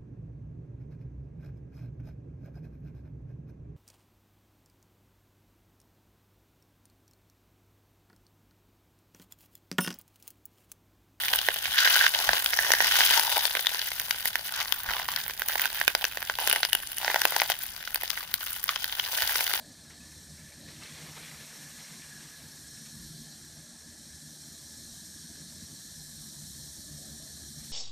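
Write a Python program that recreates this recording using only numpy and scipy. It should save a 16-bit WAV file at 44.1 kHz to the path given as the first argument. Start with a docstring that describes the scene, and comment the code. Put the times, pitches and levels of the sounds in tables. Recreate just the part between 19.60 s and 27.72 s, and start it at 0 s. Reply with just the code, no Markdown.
"""Far cicada choruses under a tropical canopy: overlapping singers blur to hiss in fixed bands, swelling
slowly. A lower insect chorus is dense clicks ringing a narrow body. A distant engine drones unevenly through
the trees as wavering multiples of its firing rate, over a low wash of filtered noise. Leaves nearby rustle
in a gust with two sharper bursts: patchy hiss, crackles, ticks and snaps. One microphone feeds both channels."""
import sys
import numpy as np
from scipy import signal
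from scipy.io import wavfile
from scipy.ndimage import uniform_filter1d

SR = 44100
rng = np.random.default_rng(int(sys.argv[2]) if len(sys.argv) > 2 else 0)


def pcm_store(signal):
    """Save signal as 16-bit PCM."""
    levels = np.round(np.clip(np.atleast_2d(signal), -1, 1) * 32767)
    wavfile.write(sys.argv[1], SR, levels.astype(np.int16).T)


N = 358077


def amp(db):
    """Gain of a level in dB."""
    return 10 ** (np.asarray(db) / 20)


def evened(x):
    """Scaled to rms 1."""
    return x / np.sqrt(np.mean(x ** 2) + 1e-20)


def columns(rows):
    """Each column of a curve table after its start_s, drawn as straight lines with one value a sample."""
    start_s, *values = np.transpose(rows)
    return [np.interp(np.arange(N) / SR, start_s, v) for v in values]


def shape_db(points, hz):
    """A spectrum table read at hz along a log frequency axis, -120 dB outside its ends."""
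    point_hz, db = np.transpose(points)
    return np.interp(np.log(hz + 1), np.log(point_hz + 1), db, -120, -120)


def drift(rate_hz):
    """Slow chance of rms 1: noise low-passed at rate_hz, after a second to settle."""
    sos = signal.butter(2, rate_hz, fs=SR, output="sos")
    return evened(signal.sosfilt(sos, rng.standard_normal(N + SR))[SR:])


def hiss(points, size, patchy_db):
    """Noise of rms 1 from random short-time spectra, coloured by a table, with drifting patches."""
    hop = size // 4
    frames = N // hop + 5
    hz = np.fft.rfftfreq(size, 1 / SR)
    real, imaginary, patches = rng.standard_normal((frames, len(hz), 3)).T
    patches = uniform_filter1d(patches, size=2, axis=0)  # across frequency
    patches = evened(uniform_filter1d(patches, size=8, axis=1))  # across time
    patches = np.minimum(patches, 1.1)  # hollows go deep, but no patch flares up
    gain = amp(shape_db(points, hz)[:, None] + patchy_db * patches)
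    spectra = (real + 1j * imaginary) * gain
    return evened(signal.istft(spectra, nperseg=size, noverlap=size - hop)[1][:N])


def resonate(x, hz, width_hz):
    """A moving resonance: shifts the curve hz down to zero, smooths, and shifts back."""
    turn = np.exp(2j * np.pi * np.cumsum(hz) / SR)
    r = np.exp(-np.pi * width_hz / SR)
    return 2 * (turn * signal.lfilter([1 - r], [1, -r], x / turn)).real


def swells(rows, base_db):
    """A steady gain with bell-shaped swells added in power."""
    t = np.arange(N) / SR
    power = amp(2 * base_db)
    for centre_s, level_db, width_s in rows:
        power = power + amp(2 * level_db) * np.exp(-((t - centre_s) / width_s) ** 2)
    return np.sqrt(power)


def dips():
    """Gain of the low sounds: the bass dips briefly in bell-shaped hollows."""
    # moments of changed bass: centre_s, change_db
    hollows = [(.93, -4.5), (1.06, 0.5), (1.9, -8), (2.26, -9), (2.75, -8), (3.97, -1), (4.201, -8),
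               (4.6, -2), (6.19, -4.5), (6.72, -4), (7.12, -7)]
    t, width_s = np.arange(N) / SR, 0.035
    return amp(sum(db * np.exp(-((t - centre_s) / width_s) ** 2) for centre_s, db in hollows))


def wash():
    """Low noise in four parts: fluttering wash, lowest rumble, a dull band and an even bed."""
    # colour of far traffic and air: frequency_hz, relative_db (per Hz)
    wash_colour = [(20, -48), (45, -18), (65, -15), (90, 3), (115, -4.5), (160, 4), (240, 0.5), (330, -6),
                   (450, -22), (600, -45)]
    # its level before flutter, dropouts and dips: start_s, level_db
    wash_level = [(0, -57.5), (.7, -58.5), (1.2, -55.5), (1.8, -59), (2.4, -57.5), (2.8, -57), (3.4, -56.5),
                  (3.85, -58), (4.8, -58.5), (5.3, -56), (5.9, -56.5), (6.5, -55.5), (7.1, -57),
                  (7.5, -56.5), (8.12, -56)]
    # swells of the lowest rumble: centre_s, level_db, width_s
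    rumble_swells = [(1.55, -65, .1), (2.6, -75, 0.14), (3.12, -64, 0.069), (3.48, -59, 0.095),
                     (5.33, -61, 0.051), (6.5, -65, .15), (8.02, -62, 0.055)]
    # colour of the rumble: frequency_hz, relative_db (per Hz)
    rumble_colour = [(20, -37), (40, -17), (58, -13), (72, -11), (95, -30)]
    # swells of the dull band: centre_s, level_db, width_s
    dull_swells = [(0, -65.5, 0.11), (1.1, -67, 0.29), (3.15, -79, 0.16), (5.83, -67, 0.094),
                   (7.38, -67, 0.12), (7.52, -64, 0.088), (7.68, -67, 0.05), (8.12, -75, 0.11)]
    # colour of the dull band: frequency_hz, relative_db (per Hz)
    dull_colour = [(350, -7.5), (480, -5), (580, -1), (670, -1.5), (760, -8), (850, -15.5), (1000, -18)]
    # colour of the even bed of air: frequency_hz, relative_db (per Hz)
    air_colour = [(250, -19), (400, -4.5), (800, -0.5), (1400, -3), (2200, -9.5), (3000, -31)]

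    dropouts_db = -9 * np.maximum(drift(34.4) - 0.8, 0)  # now and then the wash drops out briefly
    flutter_db = 2.6 * np.tanh(drift(9.4))
    low_db = columns(wash_level)[0] + dropouts_db + flutter_db
    low = dips() * amp(low_db) * hiss(wash_colour, size=2048, patchy_db=4.0)
    rumble_gain = dips() * swells(rumble_swells, base_db=-73.5) * amp(2.0 * drift(8.9))
    rumble = rumble_gain * hiss(rumble_colour, size=4096, patchy_db=6.0)
    dull = swells(dull_swells, base_db=-71.5) * hiss(dull_colour, size=1024, patchy_db=7.0)
    bed = amp(-70) * hiss(air_colour, size=1024, patchy_db=7.5)
    return low + rumble + dull + bed


def engine():
    """Multiples of an uneven firing rate; each wavers alone after many paths through the trees."""
    # course before wavering: start_s, firing_hz, level_db (2nd multiple), then relative to that level:
    # first_db, third_db, upper_db (reference of the upper multiples)
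    engine_course = [(0, 75.3, -68.5, -2, -4, -2), (.5, 75, -64.5, 3.5, -11, -0.5),
                     (.9, 75.2, -62.5, 1, -4, -4), (1.45, 76.06, -55, -15, -10, -6),
                     (2, 74.64, -64.5, -5, 2, -5.5), (2.5, 75.6, -61, -14, -7, -15),
                     (2.9, 76.1, -67, -7, -9, -7), (3.25, 74.5, -58, -10, 1.5, -9),
                     (3.55, 75.96, -52.5, -26, -9.5, -9.5), (4.3, 77.24, -68, 7.5, 2.5, -6),
                     (4.8, 76.15, -60.5, -9, -5, -8), (5.4, 77.8, -71, 6.5, 6, 2),
                     (5.9, 77.4, -61, -6, -3.5, -4), (6.5, 75.05, -57.5, -9, -5, -20),
                     (7, 74.2, -59, 2.5, -5, -5), (7.45, 73.24, -54.5, -6, 1, -7),
                     (7.75, 73.5, -61, 3, -1, -2.5), (8.12, 73.4, -55, -7, -1, -11)]
    # upper multiples: multiple, relative_db (to upper_db)
    upper_orders = [(4, -5), (5, -12.5)]
    fading_db, fading_hz = 1.5, 18  # each of the three low multiples fades in and out on its own

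    firing_hz, level_db, first_db, third_db, upper_db = columns(engine_course)
    turns = np.cumsum(firing_hz * (1 + 0.007 * drift(8))) / SR
    orders = []
    for k, db in enumerate([first_db, 0, third_db], 1):
        orders.append((k, db + fading_db * drift(fading_hz)))
    for k, db in upper_orders:
        orders.append((k, upper_db + db))
    out = np.zeros(N)
    for k, db in orders:
        # the share that arrives by shifting detours
        scattered = 0.8 * (drift(12) + 1j * drift(12))
        out += amp(level_db + db) * ((1 + scattered) * np.exp(2j * np.pi * k * turns)).real
    return amp(2.1 * drift(20)) * out  # uneven firing makes all multiples throb together


def low_chorus():
    """A lower-voiced insect chorus: dense irregular clicks ring a narrow body, throbbing loosely."""
    # course of the chorus: start_s, level_db, pitch_hz (before it wanders)
    chorus_course = [(0, -64, 1695), (.4, -63, 1737), (.9, -62, 1760), (1.03, -60.5, 1750),
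                     (1.15, -65, 1701), (1.8, -60.5, 1750), (2.2, -59, 1710), (2.36, -63.5, 1710),
                     (2.47, -56, 1700), (2.6, -60.5, 1680), (2.88, -62.5, 1690), (2.96, -62.5, 1700),
                     (3.2, -62.5, 1706), (4, -64, 1705), (5.2, -65, 1700), (5.65, -62, 1672),
                     (5.95, -65.5, 1716), (6.35, -63.5, 1704), (6.47, -61.5, 1720), (6.67, -65.5, 1722),
                     (7.1, -63.5, 1740), (7.7, -64.5, 1710), (8.12, -65, 1708)]
    # resonances of the body: multiple (of the pitch), width_hz (of one pass), gain_db
    body_resonances = [(1, 55, 3.5), (1, 300, 5), (1.18, 59, -15)]

    level_db, pitch_hz = columns(chorus_course)
    throb_db = 1.7 * np.tanh(drift(9.1))
    clicks = rng.standard_normal(N) * (rng.random(N) < 3000 / SR) * amp(throb_db)  # 3000 a second
    # the pitch wanders as other singers take the lead
    hz = pitch_hz * (1 + 0.006 * drift(6))
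    body = np.zeros(N)
    for multiple, width_hz, gain_db in body_resonances:
        # each resonance acts twice, for steep flanks
        once = resonate(clicks, multiple * hz, width_hz)
        body += amp(gain_db) * resonate(once, multiple * hz, width_hz)
    return amp(level_db) * evened(body)


def ticks():
    """Small dry leaves ticking: scattered short rings of many pitches and sizes, rms 1."""
    ticks_per_s, ring_s = 260, 0.02  # ring_s: time to fall 60 dB
    t, out = np.arange(1000) / SR, np.zeros(N)
    pitches = np.geomspace(1500, 3800, num=20)
    for hz in pitches:
        sizes = amp(3.0 * np.minimum(rng.exponential(1, N), 3))
        hits = sizes * (rng.random(N) < ticks_per_s / len(pitches) / SR)
        ring = amp(-60 * t / ring_s) * np.sin(2 * np.pi * hz * t)
        out += signal.oaconvolve(hits, ring)[:N]
    return evened(out)


def rustle():
    """Nearby leaves rubbing: a patchy hiss, roughened by dense small crackles of unequal size."""
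    # the gust in the leaves, before its flutter: start_s, level_db
    gust_course = [(0, -70), (.6, -69), (.95, -66.5), (1.19, -64), (1.22, -54), (1.38, -53), (1.5, -55),
                   (1.6, -55.5), (1.75, -55.5), (1.78, -55), (2.1, -58), (2.3, -57.5), (2.39, -60),
                   (2.7, -60), (3.1, -66.5), (3.7, -68.5), (6, -71), (8.12, -72)]
    # strokes of leaf on leaf: peak_s, peak_db (small leaves), fade_s, large_db (larger leaves above it)
    leaf_strokes = [(.305, -58.5, 0.024, -5), (.41, -65, 0.048, -14), (.52, -63, 0.03, -14),
                    (.75, -63, .06, -13), (.88, -63, .05, -13), (1.085, -54.5, 0.026, -8),
                    (1.164, -59, 0.015, -16), (1.215, -58, 0.037, -1), (1.255, -53, 0.035, -16),
                    (1.45, -62.5, 0.062, 5), (1.57, -51, 0.025, -2.5), (1.632, -49, 0.033, -14),
                    (1.68, -56, .03, -5), (1.72, -60.5, 0.04, 1), (1.81, -61, .03, -13),
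                    (2.2, -64, 0.051, -5), (2.33, -58, .03, -4), (2.42, -60, 0.033, -16),
                    (2.62, -63, 0.054, -2.5), (2.79, -62, .03, -1), (3.15, -67, 0.03, -14),
                    (3.26, -59, .015, -14), (5.752, -66, .15, -7), (8.0, -62, 0.074, -9)]
    # colour of the small leaves: frequency_hz, relative_db (per Hz)
    small_colour = [(1000, -48), (1500, 0.5), (2000, 3.5), (2450, 2.5), (2850, -1), (3400, 1.5),
                    (4100, -3.5), (4700, -4.5), (6500, -8), (11000, -15), (13000, -38)]
    # colour of the larger, lower leaves: frequency_hz, relative_db (per Hz)
    large_colour = [(250, -44), (400, -2), (800, -3.5), (1300, -1.5), (1700, -17), (2400, -67)]
    rise_s = 0.0051  # stroke rise; rise and fade are times for power to change e-fold

    t = np.arange(N) / SR
    gust_db = columns(gust_course)[0] + 1.0 * drift(26)
    small_power = amp(2 * gust_db)
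    large_power = amp(2 * (gust_db - 6.5))
    for peak_s, peak_db, fade_s, large_db in leaf_strokes:  # quick rise, slower fade
        envelope = np.exp(np.where(t < peak_s, (t - peak_s) / rise_s, (peak_s - t) / fade_s))
        stroke = amp(2 * peak_db) * envelope
        small_power = small_power + stroke
        large_power = large_power + stroke * amp(2 * large_db)
    # 250 crackles a second, each fading over 14 ms
    crackle = amp(0.88 * np.minimum(rng.exponential(1, N), 4)) * (rng.random(N) < 250 / SR)
    faded = signal.lfilter([1], [1, -np.exp(-1 / (0.014 * SR))], crackle)
    grain = 1 + 0.36 * evened(faded)
    small = np.sqrt(small_power) * hiss(small_colour, size=512, patchy_db=2.2)
    large = np.sqrt(large_power) * hiss(large_colour, size=512, patchy_db=3.5)
    ticking = amp(-7.5) * np.sqrt(small_power) * ticks()
    return evened(grain) * (small + large) + ticking


def snaps():
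    """Short dying rings of single dry leaves."""
    # leaf snaps: start_s, level_db (before the soft onset), pitch_hz, ring_s (to fall 60 dB)
    leaf_snaps = [(.307, -42, 1950, .012), (.405, -54, 2550, 0.054), (.518, -56, 2460, .04),
                  (.78, -51, 2255, .04), (.81, -56, 2270, .06), (.92, -53, 2290, 0.054),
                  (1.0877, -46, 2600, .006), (1.1641, -40, 2700, .006), (1.222, -44, 1250, .02),
                  (1.224, -44, 2690, 0.049), (1.235, -30, 4120, .006), (1.2365, -33, 5500, .005),
                  (1.24, -37, 4100, .008), (1.257, -34, 2500, 0.0055), (1.2575, -43, 1850, 0.037),
                  (1.275, -38, 4200, .006), (1.28, -48, 2320, 0.038), (1.395, -46, 1800, .03),
                  (1.5537, -43, 2190, .012), (1.5726, -40, 2500, .008), (1.5795, -36, 3700, .006),
                  (1.595, -38, 3900, .012), (1.61, -47, 2350, .03), (1.637, -40, 2900, .008),
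                  (1.642, -40, 2500, .01), (1.6485, -36, 2300, .006), (1.65, -40, 3370, .012),
                  (1.662, -41, 2900, .008), (1.7143, -41, 2000, .015), (1.745, -45, 2300, .015),
                  (1.765, -51, 2000, .03), (2.2049, -46, 2180, .015), (2.2473, -42, 2130, .015),
                  (2.338, -48, 2150, 0.036), (2.42, -40, 2500, .008), (2.44, -44, 2900, .006),
                  (2.791, -47, 2900, .005), (3.1732, -44, 2590, 0.0065), (3.2595, -45, 2600, .004)]
    out, t = np.zeros(N), np.arange(2000) / SR
    rise = 1 - np.exp(-t / 0.0003)
    for start_s, level_db, pitch_hz, ring_s in leaf_snaps:
        ring = rise * amp(level_db - 60 * t / ring_s) * np.sin(2 * np.pi * pitch_hz * t)
        out[round(start_s * SR):][:len(t)] += ring
    return out


def cicadas():
    """So many far singers overlap that their clicks blur to a hiss with the colour of their bodies."""
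    # main chorus before shimmer: start_s, level_db, treble_db (treble chorus relative to it)
    chorus_course = [(0, -57, -11), (.36, -55, -12.5), (.55, -53, -11), (1, -55, -10), (1.25, -52.5, -10),
                     (1.6, -51.5, -7.5), (2.1, -50.5, -9), (2.6, -51, -10.5), (2.8, -53, -6.5),
                     (3.2, -49.5, -11.5), (3.5, -51, -8.5), (4.15, -53, -13.5), (4.75, -50.5, -11),
                     (5.4, -49, -10.5), (5.8, -50, -11.5), (7, -48, -9), (7.6, -49, -11), (8.12, -48, -9.5)]
    # middle chorus before its drift: start_s, level_db
    middle_course = [(0, -59), (.95, -58.5), (1.09, -54), (1.2, -57), (1.8, -57), (2.3, -56), (3.12, -57),
                     (3.55, -54), (4.15, -59), (4.8, -56), (5.8, -55.5), (7, -54.5), (8.12, -55)]
    # colour of the middle chorus: frequency_hz, relative_db (per Hz)
    middle_colour = [(2700, -36), (3100, -11), (3600, -6.5), (3950, -1.5), (4140, 2), (4400, -1.5),
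                     (4900, -6.5), (5500, -38)]
    # colour of the main chorus: frequency_hz, relative_db (per Hz)
    main_colour = [(4200, -40), (4900, -10.5), (5300, -0.5), (5650, 2), (6000, -1), (6500, -3), (8000, -3),
                   (8900, -1.5), (9400, -3.5), (10400, -15.5), (12000, -14)]
    # colour of the treble chorus: frequency_hz, relative_db (per Hz)
    treble_colour = [(9800, -1), (10400, -2), (11300, 4), (12300, 3.5), (13500, -2.5), (14600, -4.5),
                     (16500, -26)]

    level_db, treble_db = columns(chorus_course)
    middle_db = columns(middle_course)[0] + 0.49 * drift(2.5)
    middle = amp(middle_db) * hiss(middle_colour, size=1024, patchy_db=2.5)
    main = amp(level_db) * hiss(main_colour, size=1024, patchy_db=1.8)
    treble_gain = amp(level_db + treble_db + 0.31 * drift(19.0))
    treble = treble_gain * hiss(treble_colour, size=1024, patchy_db=3.5)
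    # the two higher choruses shimmer together
    shimmer = drift(26.0)
    shimmer = evened(shimmer - uniform_filter1d(shimmer, size=4000))  # quick changes only
    return middle + amp(0.5 * shimmer) * main + amp(0.47 * shimmer) * treble


def scene():
    """Everything reaches one microphone, which feeds both channels."""
    far = wash() + dips() * engine() + low_chorus() + cicadas()
    near = rustle() + snaps()
    return np.tile(far + near, (2, 1))


def record(dry):
    """The band limit: a steep low-pass ends the treble."""
    edge_hz = 15295
    low_pass = signal.firwin(1023, edge_hz, window=("kaiser", 9), fs=SR)
    return signal.oaconvolve(dry, low_pass[None], "same")


dry = scene()
out = record(dry)
pcm_store(out)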